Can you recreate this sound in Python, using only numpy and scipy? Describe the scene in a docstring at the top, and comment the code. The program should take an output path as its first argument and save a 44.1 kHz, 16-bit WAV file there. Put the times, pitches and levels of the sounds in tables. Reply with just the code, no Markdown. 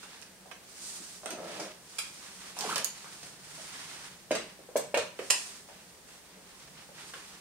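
"""Light plastic clacks and rustling clothes in a quiet living room: a bassinet on metal legs is dragged
over a wooden floor and set down beside a stroller. Its feet stick and slip, scraping and chattering,
then land with hollow knocks. Loose fittings clack and tick, and twice a catch snaps and sets the
tubular frame ringing. Fabric slides on fabric between soft steps on the boards, over a faint hiss
and a low ventilation drone."""
import sys
import numpy as np
from scipy import signal
from scipy.fft import rfft, irfft, next_fast_len
from scipy.io import wavfile

SR = 44100
rng = np.random.default_rng(int(sys.argv[2]) if len(sys.argv) > 2 else 0)


def digitize_waveform(pressure):
    """Quantize a signal to 16-bit integers and store it at the path in sys.argv[1].

    Rows of a 2-D input are taken as channels; values are limited to [-1, 1].
    """
    field = np.atleast_2d(pressure).T
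    bounded = np.clip(field, -1, 1)
    quanta = np.round(bounded * 32767).astype(np.int16)
    wavfile.write(sys.argv[1], SR, quanta)


N = 326383
HIT = int(.6 * SR)  # samples in one hit with its tail
TIME, HIT_T = np.arange(N) / SR, np.arange(HIT) / SR

# Cue levels come before each source's own gain; pan is left minus right.
# hiss of the room: (frequency [Hz], level [dB])
AIR_COLOUR = [(15, -78), (25, 13.5), (102, -8), (180, -2.5), (317, -5.5), (384, -2.5), (840, -6.5),
              (1290, -11.5), (1790, -8.5), (2410, -13), (7310, -14), (8830, -11), (10700, -16.5),
              (14800, -20), (16000, -19)]
# left-right likeness of diffuse sound: (frequency [Hz], correlation [0-1])
LIKENESS = [(30, 0), (70, 0.44), (140, 0.85), (350, 0.8), (700, 0.5), (1300, 0.43), (2500, 0.14),
            (5000, 0.0016), (16000, 0)]
# reverb decay: (frequency [Hz], t60 [s])
ROOM_T60 = [(100, 0.61), (500, 0.29), (1500, 0.41), (4000, 0.39), (9000, 0.29), (16000, 0.12)]

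# weight bears on the boards: (start [s], length [s], level [dB])
LOADS = [(2.953, 1.4, -64.5), (4.783, 0.26, -66), (6.6, 0.49, -64.5)]
# soft steps and bumps: (time [s], level [dB], pitch [Hz])
BUMPS = [(0.458, -41.5, 610), (1.0, -43, 243), (1.233, -34.5, 666), (1.257, -31.5, 600),
         (1.328, -35.5, 338), (1.595, -32, 530), (2.566, -33, 820), (2.65, -29, 420), (3.044, -37.5, 965),
         (3.578, -41, 535), (4.59, -41, 308), (4.688, -36, 516), (5.192, -27, 410), (5.217, -43, 430),
         (5.31, -34, 500), (5.687, -40.5, 600), (6.371, -46, 371), (6.89, -42.5, 496)]

# fabric strokes: (start [s], length [s], swish level [dB], rub offset [dB], fade [dB/s])
STROKES = [(-0.05, 0.25, -53, 2, 16), (0.599, 0.56, -49, -8, -3), (0.791, 0.16, -41.5, -10, 20),
           (1.387, 0.25, -50.5, 3.5, -7), (1.802, 0.49, -49, -1.5, 2), (2.283, 0.21, -52, -2, -15),
           (2.854, 0.43, -50.5, -1, -2.5), (3.357, 0.7, -45.5, -1, 4), (4.377, 0.15, -72.5, 16.5, 2),
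           (5.14, 0.41, -47, -2, 10), (5.288, 0.18, -44, -11, 4.5), (5.68, 0.24, -61, -0.5, 4),
           (6.055, 0.092, -56, -7, 0), (6.398, 0.47, -56.5, 0, 7.5), (6.912, 0.42, -48.5, -0.5, 10.5)]
# dull rub of cloth and fine swish of threads: (frequency [Hz], level [dB])
RUB_COLOUR = [(35, -14), (120, -13.5), (300, -2.5), (550, -7.5), (900, 1), (1400, 1.5), (2200, 1.5),
              (3500, 0), (6000, -5), (12000, -46)]
SWISH_COLOUR = [(1500, -26), (3000, -10.5), (4500, -2), (6300, -1.5), (7500, -2.5), (9200, -1),
                (10800, -13), (13000, -15.5), (16000, -23)]

# hard ticks in the joints: (time [s], level [dB], pitch [Hz], pan [dB])
TICKS = [(0.2168, -37, 9000, -16), (1.259, -24, 8500, -13), (1.306, -22.5, 8800, -4),
         (2.589, -20.5, 8660, -11), (2.609, -20, 6930, -13.5), (2.759, -15, 7460, -11),
         (2.781, -23, 9000, -22), (2.8454, -14, 9700, -21)]
# plastic fittings clack: (time [s], level [dB], crack offset [dB], pan [dB])
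CLACKS = [(0.0297, -37.5, -12, -6), (0.2234, -44.5, -10, -20), (0.5137, -34.5, -26, -16),
          (0.5212, -46, -7, 1), (1.259, -27, -31, -7), (1.3072, -30.5, -15, -5), (1.5984, -32, -7.5, -1),
          (2.7596, -21.5, -20, -2), (2.777, -24, -18, -4), (3.2294, -42.5, -3, -4),
          (4.3076, -24.5, -24, -5), (4.3137, -21.5, -14.5, 0), (4.351, -24.5, -9, 1),
          (4.7603, -25, -18, -3), (4.9439, -15.5, -24.5, -3), (4.9732, -24, -8.5, -7),
          (4.9884, -27.5, -16, -10), (5.19, -28.5, -37, -10), (5.6895, -45.5, -22, -8),
          (6.0856, -45, -16, 1), (6.6744, -47, -17, -0.5), (7.137, -30, -23, 2)]
# a loose metal part jingles: (time [s], level [dB])
JINGLES = [(4.7673, -26.5), (4.7723, -29)]
# the catch snaps: (time [s], level [dB], contact decay [s], floor bounce [dB])
SNAPS = [(1.984, -20, 0.0032, 6.5), (5.302, -9.5, 0.0026, 9.5)]
# body of a clack, its bright crack, and the snap of the catch: (frequency [Hz], level [dB])
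CLACK_COLOUR = [(60, -64), (120, -32), (170, -13), (300, -8.5), (550, -4), (950, -4), (1500, -3),
                (2100, -4.5), (2700, -2.5), (3600, -9.5), (5000, -18), (9000, -20.5), (16000, -35)]
CRACK_COLOUR = [(1500, -7), (3500, -3.5), (5500, 0.5), (7000, -4), (9300, -3.5), (10800, -19.5),
                (13000, -18), (16000, -35)]
SNAP_COLOUR = [(40, -50), (120, -28), (250, -14), (500, -8), (1400, -8), (2300, -5), (2800, 2), (3500, -5),
               (4500, -4), (5100, 1), (5900, -6), (7000, 0), (9300, 1), (10500, -12), (12500, -12),
               (16000, -30)]
# ring of a joint, the loose part and the frame tube: (frequency [Hz], level [dB], t60 [s])
JOINT_MODES = [(2850, -7, .04), (4500, -1, .07), (6650, -2, .08), (9000, -4, .07)]
JINGLE_MODES = [(6450, -12, .08), (7840, 2, 0.049), (8080, 3, 0.069), (8700, -12, 0.11), (8770, -5, 0.065),
                (12300, -8, .06), (12900, -1, .05)]
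TUBE_MODES = [(1954, -11, .2), (2210, -14, .18), (2420, -15, .22), (2640, -8, .16), (2742, -1, .21),
              (2793, -2, .23), (2923, -11, .25), (3806, -14, .26), (4400, -14, .24), (5010, 0, .29),
              (5197, -5, .28), (5354, -7, .25), (6810, -7, .21), (6927, -5, .27), (7160, -8, .25),
              (7504, -10, .26), (8700, -7, .22), (9183, -3, .25), (9253, -6, .25), (9438, -7, .2),
              (12150, -13, .18), (13400, -19, .17)]

# pushes drag the feet over the floor: (start [s], length [s], level [dB])
PUSHES = [(1.299, 0.024, -43), (1.366, 0.28, -44)]
# resonances of the dragged frame: (frequency [Hz], width [Hz], level [dB])
FRAME_RESONANCES = [(190, 28, -8.5), (316, 27, -4), (452, 43, -5), (517, 30, -7), (635, 88, -3),
                    (1330, 52, -12.5), (1660, 180, -22)]
# the frame swings round and its feet grate: (time [s], level [dB])
SWING = [(2.568, -48), (2.642, -38), (2.656, -38.5), (2.718, -32.5), (2.732, -36), (2.78, -43), (2.88, -54)]
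# the feet chatter faster as the swing gathers speed: (time [s], pitch [Hz])
CHATTER = [(2.6, 819), (2.665, 744), (2.71, 1420), (2.76, 1255), (2.88, 1050)]
# rasp of the feet and the grit on top: (frequency [Hz], level [dB])
RASP_COLOUR = [(40, -31), (100, -23), (180, 0), (330, -11.5), (445, -3), (560, -14), (1000, -2.5),
               (1450, -6), (1900, -9.5), (3500, -25), (8000, -40)]
GRIT_COLOUR = [(1200, -16), (2400, 4), (5000, 1.5), (7500, 0.5), (9200, 1.5), (11000, -8), (16000, -21)]

# the legs land: (time [s], level [dB], thump offset [dB])
KNOCKS = [(4.309, -14, -12), (4.322, -19, -21), (4.343, -30.5, -26), (4.756, -13.5, -28),
          (4.768, -16.5, -23), (4.941, -15, -27), (4.969, -18, -28), (4.975, -17, -40), (5.19, -36.5, -4.5)]
# ring of a hollow foot and thump of the floor: (frequency [Hz], level [dB], t60 [s])
FOOT_MODES = [(483, -2.5, .06), (530, -3, .045), (567, 0, .07), (597, 0, .06), (700, -12, .03),
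              (975, -13, .05), (1350, -22, .03)]
THUMP_MODES = [(182, -19, .08), (264, -5, 0.15), (330, 11.5, 0.053), (372, 4, 0.11)]


def from_db(db):
    """Decibels to gain."""
    return 10 ** (np.asarray(db) / 20)


def rms_one(x):
    """Scale to rms 1."""
    return x / np.sqrt(np.mean(x ** 2) + 1e-20)


def energy_one(x):
    """Scale to a mean energy of 1 per channel."""
    return rms_one(x) / np.sqrt(x.shape[-1])


def at_hz(points, hz):
    """Read a table on a log-frequency axis."""
    frequencies, values = np.transpose(points)
    return np.interp(np.log(np.maximum(hz, 1)), np.log(frequencies), values)


def level_curve(rows):
    """Envelope through (time, level) points, fading quickly outside their span."""
    times, db = np.transpose(rows)
    outside_s = np.maximum(times[0] - TIME, 0) + np.maximum(TIME - times[-1], 0)
    return from_db(np.interp(TIME, times, db) - np.minimum(1500 * outside_s, 160))


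def gesture(start, length, attack_s, release_db_per_s, fade_db_per_s=0):
    """Envelope of one movement: it swells, holds or slowly ramps, then dies away."""
    t = np.maximum(TIME - start, 0)
    swell = np.sin(np.pi / 2 * np.minimum(t / attack_s, 1))
    loss_db = fade_db_per_s * np.minimum(t, length) + release_db_per_s * np.maximum(t - length, 0)
    return swell * from_db(-np.minimum(loss_db, 200))


def together(gains, resting_db):
    """Overlapping movements add in power, over a resting level."""
    return np.sqrt(sum(g ** 2 for g in gains) + from_db(resting_db) ** 2)


def drift(per_s):
    """Random wander of rms 1."""
    points = rng.standard_normal(4000)
    return rms_one(np.interp(TIME * per_s, np.arange(len(points)), points))


def panned(x, pan_db):
    """Tilt the level between left and right."""
    return x * from_db([[pan_db / 2], [-pan_db / 2]])


def from_right(x, pan_db):
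    """A source off to the right reaches the left microphone a little later."""
    left, right = panned(x, pan_db)
    return np.array([np.roll(left, 4), right])


def coloured(x, colour):
    """Minimum-phase EQ, so nothing rings ahead of an attack."""
    size = next_fast_len(x.shape[-1] // 2 + 1) * 2
    cepstrum = irfft(np.log(from_db(at_hz(colour, np.fft.rfftfreq(size, 1 / SR)))))
    cepstrum[1:size // 2] *= 2
    cepstrum[size // 2 + 1:] = 0
    return irfft(rfft(x, size) * np.exp(rfft(cepstrum)))[..., :x.shape[-1]]


def diffuse(size):
    """Stereo white noise, narrow in the low mids and wide in the treble."""
    padded = next_fast_len(size // 2 + 1) * 2
    mid, side = rfft(rng.standard_normal((2, padded)))
    alike = at_hz(LIKENESS, np.fft.rfftfreq(padded, 1 / SR))
    spectrum = np.sqrt(1 + alike) * mid + np.sqrt(1 - alike) * side * [[1], [-1]]
    return rms_one(irfft(spectrum)[:, :size])


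def resonance(x, hz, width_hz):
    """Two-pole resonance with gain 1 at its peak."""
    r = np.exp(-np.pi * width_hz / SR)
    feedback = [1, -2 * r * np.cos(2 * np.pi * hz / SR), r * r]
    return signal.lfilter(np.array([1, 0, -1]) * (1 - r * r) / 2, feedback, x)


def ring(modes):
    """Decaying sines, each struck with a strength of its own."""
    strikes_db = 1.5 * rng.standard_normal(len(modes))
    return sum(from_db(db + strike_db - 60 * HIT_T / t60) * np.sin(2 * np.pi * hz * HIT_T)
               for (hz, db, t60), strike_db in zip(modes, strikes_db))


def delayed(hit, delay_s):
    """Start a hit a little later."""
    return np.interp(HIT_T - delay_s, HIT_T, hit, left=0)


def rattled(modes):
    """A chattering contact sets the modes off out of step."""
    delays_s = rng.uniform(0, .001, len(modes))
    return energy_one(sum(delayed(ring([mode]), s) for mode, s in zip(modes, delays_s)))


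def burst(decay_s):
    """A contact: a dense cluster of tiny impacts dying away."""
    return energy_one(rng.standard_normal(HIT) * np.exp(-np.minimum(HIT_T / decay_s, 40)))


def slips(per_s, spread_db, smear_db):
    """Stick-slip friction: uneven little jerks, and their smear in the room."""
    jerks = (rng.random(N) < per_s / SR) * rng.choice([-1, 1], N)
    strength = from_db(spread_db * np.clip(rng.standard_normal(N), -2, 2))
    return rms_one(rms_one(jerks * strength) + from_db(smear_db) * diffuse(N))


def room_tail(build_s=0.00087):
    """Diffuse reverb from one spot, each octave dying at its own rate."""
    noise, hz, tail = rfft(diffuse(HIT)), np.fft.rfftfreq(HIT, 1 / SR), 0
    octave = np.clip(np.log2((hz + 1) / 125), 0, 7)
    for k in range(8):
        band = irfft(noise * np.maximum(1 - np.abs(octave - k), 0), HIT)
        tail = tail + band * from_db(-60 * HIT_T / at_hz(ROOM_T60, 125 * 2 ** k))
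    return energy_one(tail * (1 - np.exp(-HIT_T / build_s)))


def mix_in(out, s, sound):
    """Lay a stereo hit on the track at time s."""
    start = round(s * SR)
    out[:, start:start + HIT] += sound[:, :N - start]


def place(out, s, hit, pan_db, wet_db, bounce_db, lag_s=0):
    """Stage a hit: direct sound (lagging at the left), a floor bounce 4 ms on, and the reverb."""
    direct = np.array([delayed(hit, lag_s), hit])
    bounce = np.array([delayed(hit, round(delay_s * SR) / SR) for delay_s in (.0043, .00435)])
    tail = signal.fftconvolve(hit[None], room_tail(), axes=1)[:, :HIT]
    early = panned(direct + from_db(bounce_db) * bounce, pan_db)
    mix_in(out, s, early + from_db(wet_db) * panned(tail, -0.97))


def room_air(hiss_db=-55, drone_db=-67):
    """Room tone: faint steady hiss with a low ventilation drone."""
    hiss = rms_one(coloured(diffuse(N), AIR_COLOUR))
    drone = rms_one(resonance(diffuse(N), hz=185.3, width_hz=11))
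    return from_db(hiss_db) * hiss + from_db(drone_db) * drone


def tread():
    """Weight shifts on the boards, which boom faintly."""
    loads = [from_db(db) * gesture(s, length, attack_s=0.12, release_db_per_s=54)
             for s, length, db in LOADS]
    boom = resonance(resonance(diffuse(N), hz=145, width_hz=27), hz=139, width_hz=99)
    return together(loads, resting_db=-80) * rms_one(boom)


def cloth(rub_db=-1, swish_db=-2, sheen_db=-4, flutter_db=0.9, snag_db=1.92):
    """Fabric slides on fabric: a dull, snagging rub and a swish of threads, brighter on hard strokes."""
    flutter = from_db(flutter_db * drift(60))
    swishes, rubs = [], []
    for s, length, db, rub_offset_db, fade in STROKES:
        stroke = gesture(s, length, attack_s=0.42 * length, release_db_per_s=90, fade_db_per_s=fade)
        swishes.append(from_db(db) * stroke)
        rubs.append(from_db(db + rub_offset_db) * stroke)
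    # clothes never lie quite still
    rubbing = together(rubs, resting_db=-63) * from_db(snag_db * drift(14))
    swishing = together(swishes, resting_db=-61)
    friction = rms_one(coloured(slips(830, spread_db=8.5, smear_db=8.5), RUB_COLOUR))
    threads = rms_one(coloured(slips(3000, spread_db=6, smear_db=12), SWISH_COLOUR))
    sheen = (swishing / swishing.max()) ** 2 * resonance(threads, hz=8300, width_hz=3700)
    rub = from_db(rub_db) * rubbing * friction
    swish = from_db(swish_db) * swishing * (threads + from_db(sheen_db) * sheen)
    return flutter * (from_right(rub, -2.3) + from_right(swish, -2.5))


def board_bumps(gain_db=14):
    """Soft steps and bumps wake one broad, quickly damped resonance of the boards."""
    out = np.zeros((2, N))
    for s, db, hz in BUMPS:
        board = resonance(burst(decay_s=0.0025), hz, width_hz=0.6 * hz)
        hit = energy_one(resonance(board, hz, width_hz=hz))
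        place(out, s, from_db(db + gain_db) * hit, pan_db=0, wet_db=3, bounce_db=-49, lag_s=5e-5)
    return out


def joint_ticks(gain_db=7, ring_db=-12):
    """Very short hard contacts leave the joint ringing faintly."""
    out = np.zeros((2, N))
    for s, db, hz, pan_db in TICKS:
        contact = burst(decay_s=0.00061)
        click = energy_one(resonance(contact, hz, 1600) + 0.73 * resonance(contact, 0.73 * hz, 1400))
        hit = click + from_db(ring_db) * rattled(JOINT_MODES)
        place(out, s, from_db(db + gain_db) * hit, pan_db, wet_db=2.5, bounce_db=-10.5, lag_s=9e-5)
    return out


def plastic_clacks(gain_db=12, crack_db=12, rattle_s=0.0057):
    """Loose plastic fittings rattle for a few milliseconds, with a bright crack on top."""
    out = np.zeros((2, N))
    for s, db, crack_offset_db, pan_db in CLACKS:
        body = energy_one(coloured(burst(rattle_s), CLACK_COLOUR))
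        crack = energy_one(coloured(burst(rattle_s), CRACK_COLOUR))
        hit = body + from_db(crack_db + crack_offset_db) * crack
        place(out, s, from_db(db + gain_db) * hit, pan_db, wet_db=2.5, bounce_db=-5.5, lag_s=8e-5)
    return out


def jingles(gain_db=12):
    """A loose metal part chatters and rings, high and short."""
    out = np.zeros((2, N))
    for s, db in JINGLES:
        contact = energy_one(resonance(burst(decay_s=0.003), hz=6500, width_hz=6000))
        hit = contact + rattled(JINGLE_MODES)
        place(out, s, from_db(db + gain_db) * hit, pan_db=0, wet_db=4, bounce_db=-0.5)
    return out


def tube_ring(attack_s=0.00061):
    """The struck tube rings on; in the room each mode reaches each microphone with its own phase."""
    phases = rng.uniform(0, 2 * np.pi, (len(TUBE_MODES), 2, 1))
    modes = sum(from_db(db - 60 * HIT_T / t60) * np.sin(2 * np.pi * hz * HIT_T + phase)
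                for (hz, db, t60), phase in zip(TUBE_MODES, phases))
    return energy_one(modes * (1 - np.exp(-HIT_T / attack_s)))


def catch_snaps(gain_db=7, ring_db=6):
    """The catch cracks against the frame tube and sets it ringing."""
    out = np.zeros((2, N))
    for s, db, contact_s, bounce_db in SNAPS:
        crack = from_db(db + gain_db) * energy_one(coloured(burst(contact_s), SNAP_COLOUR))
        place(out, s, crack, pan_db=-5.5, wet_db=9, bounce_db=bounce_db, lag_s=3e-5)
        mix_in(out, s, from_db(db + gain_db + ring_db) * panned(tube_ring(), -1.4))
    return out


def feet_drag(judder_db=0.2):
    """With each push the feet stick and slip, shaking the frame's resonances."""
    friction = slips(450, spread_db=2.5, smear_db=-0.5)
    frame = sum((-1) ** k * from_db(db) * resonance(friction, hz, width)
                for k, (hz, width, db) in enumerate(FRAME_RESONANCES))
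    push = sum(from_db(db) * gesture(s, length, attack_s=0.034, release_db_per_s=158)
               for s, length, db in PUSHES)
    judder = from_db(-judder_db * drift(39.3))
    return judder * push * from_right(rms_one(frame), -0.91)


def feet_grate(rasp_db=-3, chatter_db=-4.5, grit_db=-37.5):
    """In the fast swing the feet rasp, spit grit and chatter at a pitch that leaps, then sags."""
    swing = level_curve(SWING)
    pitch_hz = np.interp(TIME, *np.transpose(CHATTER)) * (1 + .1 * drift(400))
    phase = 2 * np.pi * np.cumsum(pitch_hz) / SR
    chatter = rms_one(np.sin(phase) * drift(170) + np.cos(phase) * drift(230))
    rasp = rms_one(coloured(slips(760, spread_db=7, smear_db=-0.5), RASP_COLOUR))
    grit = rms_one(coloured(slips(820, spread_db=9, smear_db=6), GRIT_COLOUR))
    grate = swing * (from_db(rasp_db) * rasp + from_db(chatter_db) * chatter)
    grit_gain = from_db(grit_db) * (swing / swing.max()) ** 0.46  # a flatter envelope than the swing
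    return from_right(grate, -1.6) + grit_gain * from_right(grit, -4)


def leg_knocks(gain_db=-1, thump_db=4, cushion_s=0.0016, low_cut_hz=205):
    """A leg lands with a cushioned attack: the hollow plastic foot rings and the floor thumps."""
    out = np.zeros((2, N))
    attack = 1 - np.exp(-HIT_T / cushion_s)
    low_cut = signal.butter(3, low_cut_hz, "high", fs=SR, output="sos")
    for s, db, thump_offset_db in KNOCKS:
        foot, thump = attack * ring(FOOT_MODES), attack * ring(THUMP_MODES)
        thump = from_db(thump_db + thump_offset_db) * thump / np.abs(thump).max()
        hit = signal.sosfilt(low_cut, foot / np.abs(foot).max() + thump)
        place(out, s, from_db(db + gain_db) * hit, pan_db=0.5, wet_db=-4, bounce_db=-26, lag_s=4e-5)
    return out


def scene():
    """The mix: hits and scrapes in front, cloth and room tone behind."""
    hits = leg_knocks() + plastic_clacks() + joint_ticks() + catch_snaps() + jingles() + board_bumps()
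    return hits + feet_drag() + feet_grate() + cloth() + tread() + room_air()


def record(dry):
    """The microphone loses the deepest bass, rounds the highest peaks and cuts the top steeply."""
    low_cut_hz, high_cut_hz, ceiling = 64, 15700, 0.55
    heard = signal.sosfilt(signal.butter(3, low_cut_hz, "high", fs=SR, output="sos"), dry)
    rounded = ceiling * np.tanh(heard / ceiling)
    return signal.sosfilt(signal.ellip(10, .2, 80, high_cut_hz, fs=SR, output="sos"), rounded)


dry = scene()
out = record(dry)
digitize_waveform(out)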